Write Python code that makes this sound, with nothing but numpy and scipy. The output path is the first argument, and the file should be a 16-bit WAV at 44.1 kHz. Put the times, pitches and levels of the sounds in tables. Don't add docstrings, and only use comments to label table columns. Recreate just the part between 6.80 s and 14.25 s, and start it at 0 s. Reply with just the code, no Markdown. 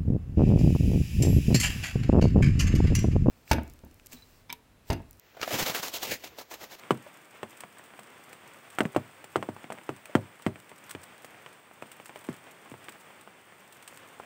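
import sys
import numpy as np
from scipy import signal
from scipy.fft import rfft, irfft, next_fast_len
from scipy.io import wavfile
from scipy.ndimage import map_coordinates

SR = 44100
rng = np.random.default_rng(int(sys.argv[2]) if len(sys.argv) > 2 else 0)


def materialize(psi):
    bounded = np.clip(np.atleast_2d(psi).T, -1, 1)
    quanta = np.round(bounded * 32767).astype(np.int16)
    wavfile.write(sys.argv[1], SR, quanta)


N = 328541


def amp(db):
    return 10 ** (np.asarray(db) / 20)


def unit(x, size=None):
    return x / np.sqrt(np.mean(x[:size] ** 2) + 1e-20)


def along(points, hz):
    f, value = np.transpose(points)
    return np.interp(np.log(hz + 1), np.log(f + 1), value)


def coloured(x, points):
    m = 2 * next_fast_len(len(x))
    gain = amp(along(points, np.fft.rfftfreq(m, 1 / SR)))
    cepstrum = irfft(np.log(gain))
    cepstrum[1:m // 2] *= 2
    cepstrum[m // 2 + 1:] = 0
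    return irfft(rfft(x, m) * np.exp(rfft(cepstrum)))[:len(x)]


def fade(t, t60):
    return np.exp(-np.log(1000) * t / t60)


def wobble(rate):
    knots = rng.standard_normal(int(N * rate / SR) + 4)
    return map_coordinates(knots, [np.arange(N) * rate / SR])


def add(track, s, sound):
    room = track[max(round(s * SR), 0):][:len(sound)]
    room += sound[:len(room)]


def play(events, voice):
    track = np.zeros(N)
    for s, *settings in events:
        add(track, s, voice(*settings))
    return track


# t/s, level/dB
RAIN_STRENGTH = [(0.0, -53.5), (0.35, -56), (2.53, -54.5), (2.7, -55), (4.01, -56.5), (4.29, -54.5),
                 (4.9, -57), (5.44, -54), (5.83, -56), (6.12, -53.5), (6.54, -57), (7.45, -54.5)]
def rain_level():
    s, db = np.transpose(RAIN_STRENGTH)
    return db.mean(), np.interp(np.arange(N) / SR, s, db) - db.mean()


# f/Hz, relative level/dB
RUSH_SPECTRUM = [(25, -11), (55, -20), (90, -2.5), (130, -2), (400, -1), (1200, -1.5), (2300, -3.5),
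                 (3000, -8), (3500, -10), (4000, -19.5), (7000, -21), (12000, -36.5)]
# f/Hz, relative level/dB
FIZZ_SPECTRUM = [(1500, -32), (4500, -2.5), (6500, -13), (7500, 2.5), (7950, 1), (8400, 8.5), (9500, -2),
                 (11500, -9), (13500, -4.5), (15400, 3)]
def drizzle(flutters_per_s=22):
    mean_db, swell_db = rain_level()
    rush = unit(coloured(rng.standard_normal(N), RUSH_SPECTRUM))
    rush *= amp(0.84 + swell_db + 1.1 * wobble(flutters_per_s))
    fizz = unit(coloured(rng.standard_normal(N), FIZZ_SPECTRUM))
    fizz *= amp(-7 + 0.9 * swell_db + 0.55 * wobble(flutters_per_s))
    return amp(mean_db) * (rush + fizz)


# f/Hz, relative level/dB
MIST_SPECTRUM = [(500, -27), (3000, -8), (6000, 2.5), (8300, 6.5), (10000, -2), (13000, 5), (15500, -4.5)]
def patter(tap_count=20, tick_count=48, mist_count=130, crowding=2.2):
    track = np.zeros(N)
    _, swell_db = rain_level()
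    fallen = np.cumsum(amp(crowding * swell_db))
    landing_s = lambda share: np.searchsorted(fallen, share * fallen[-1]) / SR
    for share, size, pitch in rng.random((tap_count, 3)):
        db = -55.5 - size
        add(track, landing_s(share), tap(db, 1100 + 1100 * pitch, db - 11, thump_hz=550))
    droplets = (tick_count, -60, 9.5, SPRAY_SPECTRUM), (mist_count, -67.5, 11.5, MIST_SPECTRUM)
    for count, weakest_db, range_db, spectrum in droplets:
        for share, size in rng.random((count, 2)):
            add(track, landing_s(share), tick(weakest_db + range_db * size ** 2, spectrum))
    return track


def plip(db, pitch_hz):
    t = np.arange(SR // 12) / SR
    t60 = 0.055 * np.sqrt(600 / pitch_hz)
    phase = 2 * np.pi * pitch_hz * t * (1 + 0.25 * t / t60)
    bubble = unit(np.sin(phase) * fade(t, t60) * (1 - np.exp(-t / 0.00064)), size=SR // 100)
    splash = unit(coloured(rng.standard_normal(len(t)), RUSH_SPECTRUM) * fade(t, 0.39), size=SR // 100)
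    return amp(db) * (bubble + amp(-7.5) * splash)


# t/s, level/dB, starting f/Hz
BUBBLES = [(.264, -46, 550), (3.255, -51.5, 2350), (3.295, -46.5, 570)]
def pond_drops():
    return play(BUBBLES, plip)


# f/Hz, relative level/dB
SPRAY_SPECTRUM = [(200, -34), (1000, 3.5), (2800, 3), (4500, -4.5), (6800, -5), (8300, 6.5), (10000, -5),
                  (13000, -10.5), (15500, -0.5)]
def tick(db, spectrum=SPRAY_SPECTRUM):
    t = np.arange(SR // 16) / SR
    burst = (1 - np.exp(-t / 0.00069)) * (fade(t, 0.024) + 0.12 * fade(t, 0.14))
    spatter = rng.standard_normal(len(t)) * amp(10.1 * rng.standard_normal(len(t)))
    return amp(db) * unit(coloured(spatter * burst, spectrum), size=SR // 125)


# t/s, level/dB
BURSTS = [(0.805, -40.5), (1.191, -49), (1.53, -48.5), (1.902, -49.5), (1.9872, -38), (2.4426, -46.5),
          (2.9233, -44), (3.1628, -52.5), (3.2553, -45.5), (3.621, -49.5), (4.0942, -44.5), (4.108, -37.5),
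          (4.2323, -46.5), (4.379, -53.5), (4.4454, -47.5), (5.1156, -45), (5.2564, -44), (5.3588, -52),
          (6.0408, -52), (6.0915, -44.5), (6.1217, -52), (6.411, -52), (6.9238, -49.5), (7.025, -50),
          (7.0767, -42.5), (7.1737, -47.5)]
def bursting_droplets():
    return play(BURSTS, tick)


# f/Hz, relative level/dB
RIPPLE_SPECTRUM = [(80, -24.5), (200, 7), (400, 3), (1000, 5.5), (2000, -0.5), (3200, -9), (4500, -21),
                   (6800, -22), (8200, -11.5), (10500, -41), (16000, -43)]
# f/Hz, t60/s
RIPPLE_T60 = [(150, 0.26), (500, 0.16), (1200, 0.069), (4000, 0.06), (10000, 0.06)]
def ripples(t):
    hz, age, spectra = signal.stft(rng.standard_normal(len(t)), SR, nperseg=128)
    damping = fade(age, along(RIPPLE_T60, hz)[:, None])
    tail = signal.istft(spectra * damping, SR, nperseg=128)[1][:len(t)]
    return unit(coloured(tail, RIPPLE_SPECTRUM) * (1 - np.exp(-t / 0.00022)), size=SR // 100)


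# f/Hz, relative level/dB, t60/s
MEMBRANE_MODES = [(102.1, -7.5, 0.25), (131, -1.5, 0.21), (158.3, 6, 0.071), (187.7, -14.5, 0.29),
                  (235.4, -1.5, 0.14), (310.4, -5, 0.19), (383.3, -3, 0.16), (499.4, -12.5, 0.13),
                  (621, -2.5, 0.11)]
def ring(thump_hz, t):
    tilt = 1.3 * np.log(thump_hz / 350)
    hum = np.zeros(len(t))
    scatter = rng.standard_normal((len(MEMBRANE_MODES), 3))
    for (hz, db, t60), (size, detune, sign) in zip(MEMBRANE_MODES, scatter):
        drift = np.cumsum(rng.normal(0, 0.027, len(t)))
        phase = 2 * np.pi * hz * (1 + 0.024 * detune) * t + drift
        weight = np.sign(sign) * amp(db + 4.3 * size) * hz ** tilt
        hum += weight * np.sin(phase) * fade(t, t60)
    return unit(hum * (1 - np.exp(-t / 0.0022)), size=SR // 20)


# f/Hz, relative level/dB
SNAP_SPECTRUM = [(100, -1.5), (500, 6), (1500, 3.5), (3200, 6), (4200, -12), (6500, -1), (8200, 5),
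                 (11000, -10), (15000, -7)]
def snap(pitch_hz, t):
    cycles = pitch_hz * t
    pulse = coloured(np.sin(2 * np.pi * cycles) * np.exp(-2.4 * cycles), SNAP_SPECTRUM)
    blow = pulse.copy()
    for delay_s, sign in zip(rng.uniform(0.00118, 0.006, 3), rng.choice([-1, 1], 3)):
        add(blow, delay_s, 0.31 * sign * pulse)
    spot_hz = rng.uniform(687, 3430, (4, 1))
    spot_modes = np.sin(2 * np.pi * spot_hz * t) / (1 + (spot_hz / pitch_hz) ** 2)
    tock = spot_modes.sum(axis=0) * fade(t, 0.023)
    return unit(blow, size=SR // 125) + amp(-4) * unit(tock, size=SR // 125) + amp(-5) * ripples(t)


def thump(nominal_hz, t):
    cycles = np.cumsum(nominal_hz * (0.87 + 0.61 * np.exp(-t / 0.0013))) / SR
    attack = (1 - np.exp(-t / 0.00021)) ** 2
    return unit(np.cos(2 * np.pi * cycles) * np.exp(-0.85 * cycles) * attack, size=SR // 50)


def tap(snap_db, snap_hz, thump_db, thump_hz):
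    t = np.arange(SR // 3) / SR
    sound = amp(snap_db) * snap(snap_hz, t)
    sound += amp(thump_db - 2) * thump(thump_hz, t)
    sound += amp(thump_db - 9.5) * ring(thump_hz, t)
    add(sound, 0.0005, tick(snap_db - 16.5))
    return sound


# t/s, snap level/dB, snap f/Hz, thump level/dB, thump f/Hz
IMPACTS = [(0.0362, -51.5, 2130, -60, 540), (0.1074, -23.5, 1000, -21, 344), (0.6312, -38, 1100, -40, 404),
           (0.8366, -44.5, 1340, -52, 540), (1.1373, -52.5, 1870, -68, 540), (1.191, -49.5, 915, -55, 516),
           (1.53, -51, 2200, -74, 380), (1.9862, -29, 1740, -56.5, 520), (2.0059, -26, 1600, -23.5, 320),
           (2.018, -44, 880, -57, 408), (2.0535, -39, 1950, -29.5, 239), (2.1485, -44.5, 1200, -49, 450),
           (2.1628, -26.5, 770, -23.5, 327), (2.442, -53, 2040, -52, 500), (2.5583, -27, 1100, -28.5, 385),
           (2.6269, -36, 1270, -44, 407), (2.6886, -40.5, 624, -33.5, 308), (2.765, -47.5, 1010, -68, 420),
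           (2.8427, -47, 1940, -47, 290), (2.9028, -38.5, 980, -46, 493), (2.9219, -41.5, 1580, -45.5, 526),
           (2.9859, -48.5, 1830, -80, 400), (3.092, -35.5, 1040, -32, 348),
           (3.3524, -24.5, 1050, -17.5, 292), (3.6649, -30.5, 1090, -24, 245),
           (3.7578, -48.5, 1660, -53, 344), (3.9163, -49.5, 770, -55.5, 450),
           (4.1502, -43.5, 1800, -39.5, 318), (4.4459, -49.5, 1540, -55, 476),
           (4.6623, -46, 2200, -77, 400), (5.024, -41.5, 1510, -47, 440), (5.1999, -49.5, 2010, -54, 475),
           (5.2946, -46.5, 1730, -73, 496), (5.3591, -45.5, 1760, -50.5, 460),
           (5.4884, -43, 1410, -32, 284), (5.9169, -53.5, 1780, -43.5, 290),
           (5.9408, -50, 1050, -49.5, 396), (6.0851, -43, 2040, -72, 370), (6.305, -54, 1820, -69, 447),
           (6.4755, -49.5, 1060, -72, 423), (7.3995, -43, 1030, -70, 440)]
def canopy_drops():
    return play(IMPACTS, tap)


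def scene():
    return (canopy_drops() + bursting_droplets() + pond_drops() + patter() + drizzle())[None]


def record(dry, bass_hz=85, top_hz=15700):
    thin = signal.sosfilt(signal.butter(3, bass_hz, "highpass", fs=SR, output="sos"), dry)
    m = next_fast_len(N + SR // 2)
    passband = np.fft.rfftfreq(m, 1 / SR) < top_hz
    return irfft(rfft(thin, m) * passband, m)[..., :N]


dry = scene()
out = record(dry)
materialize(out)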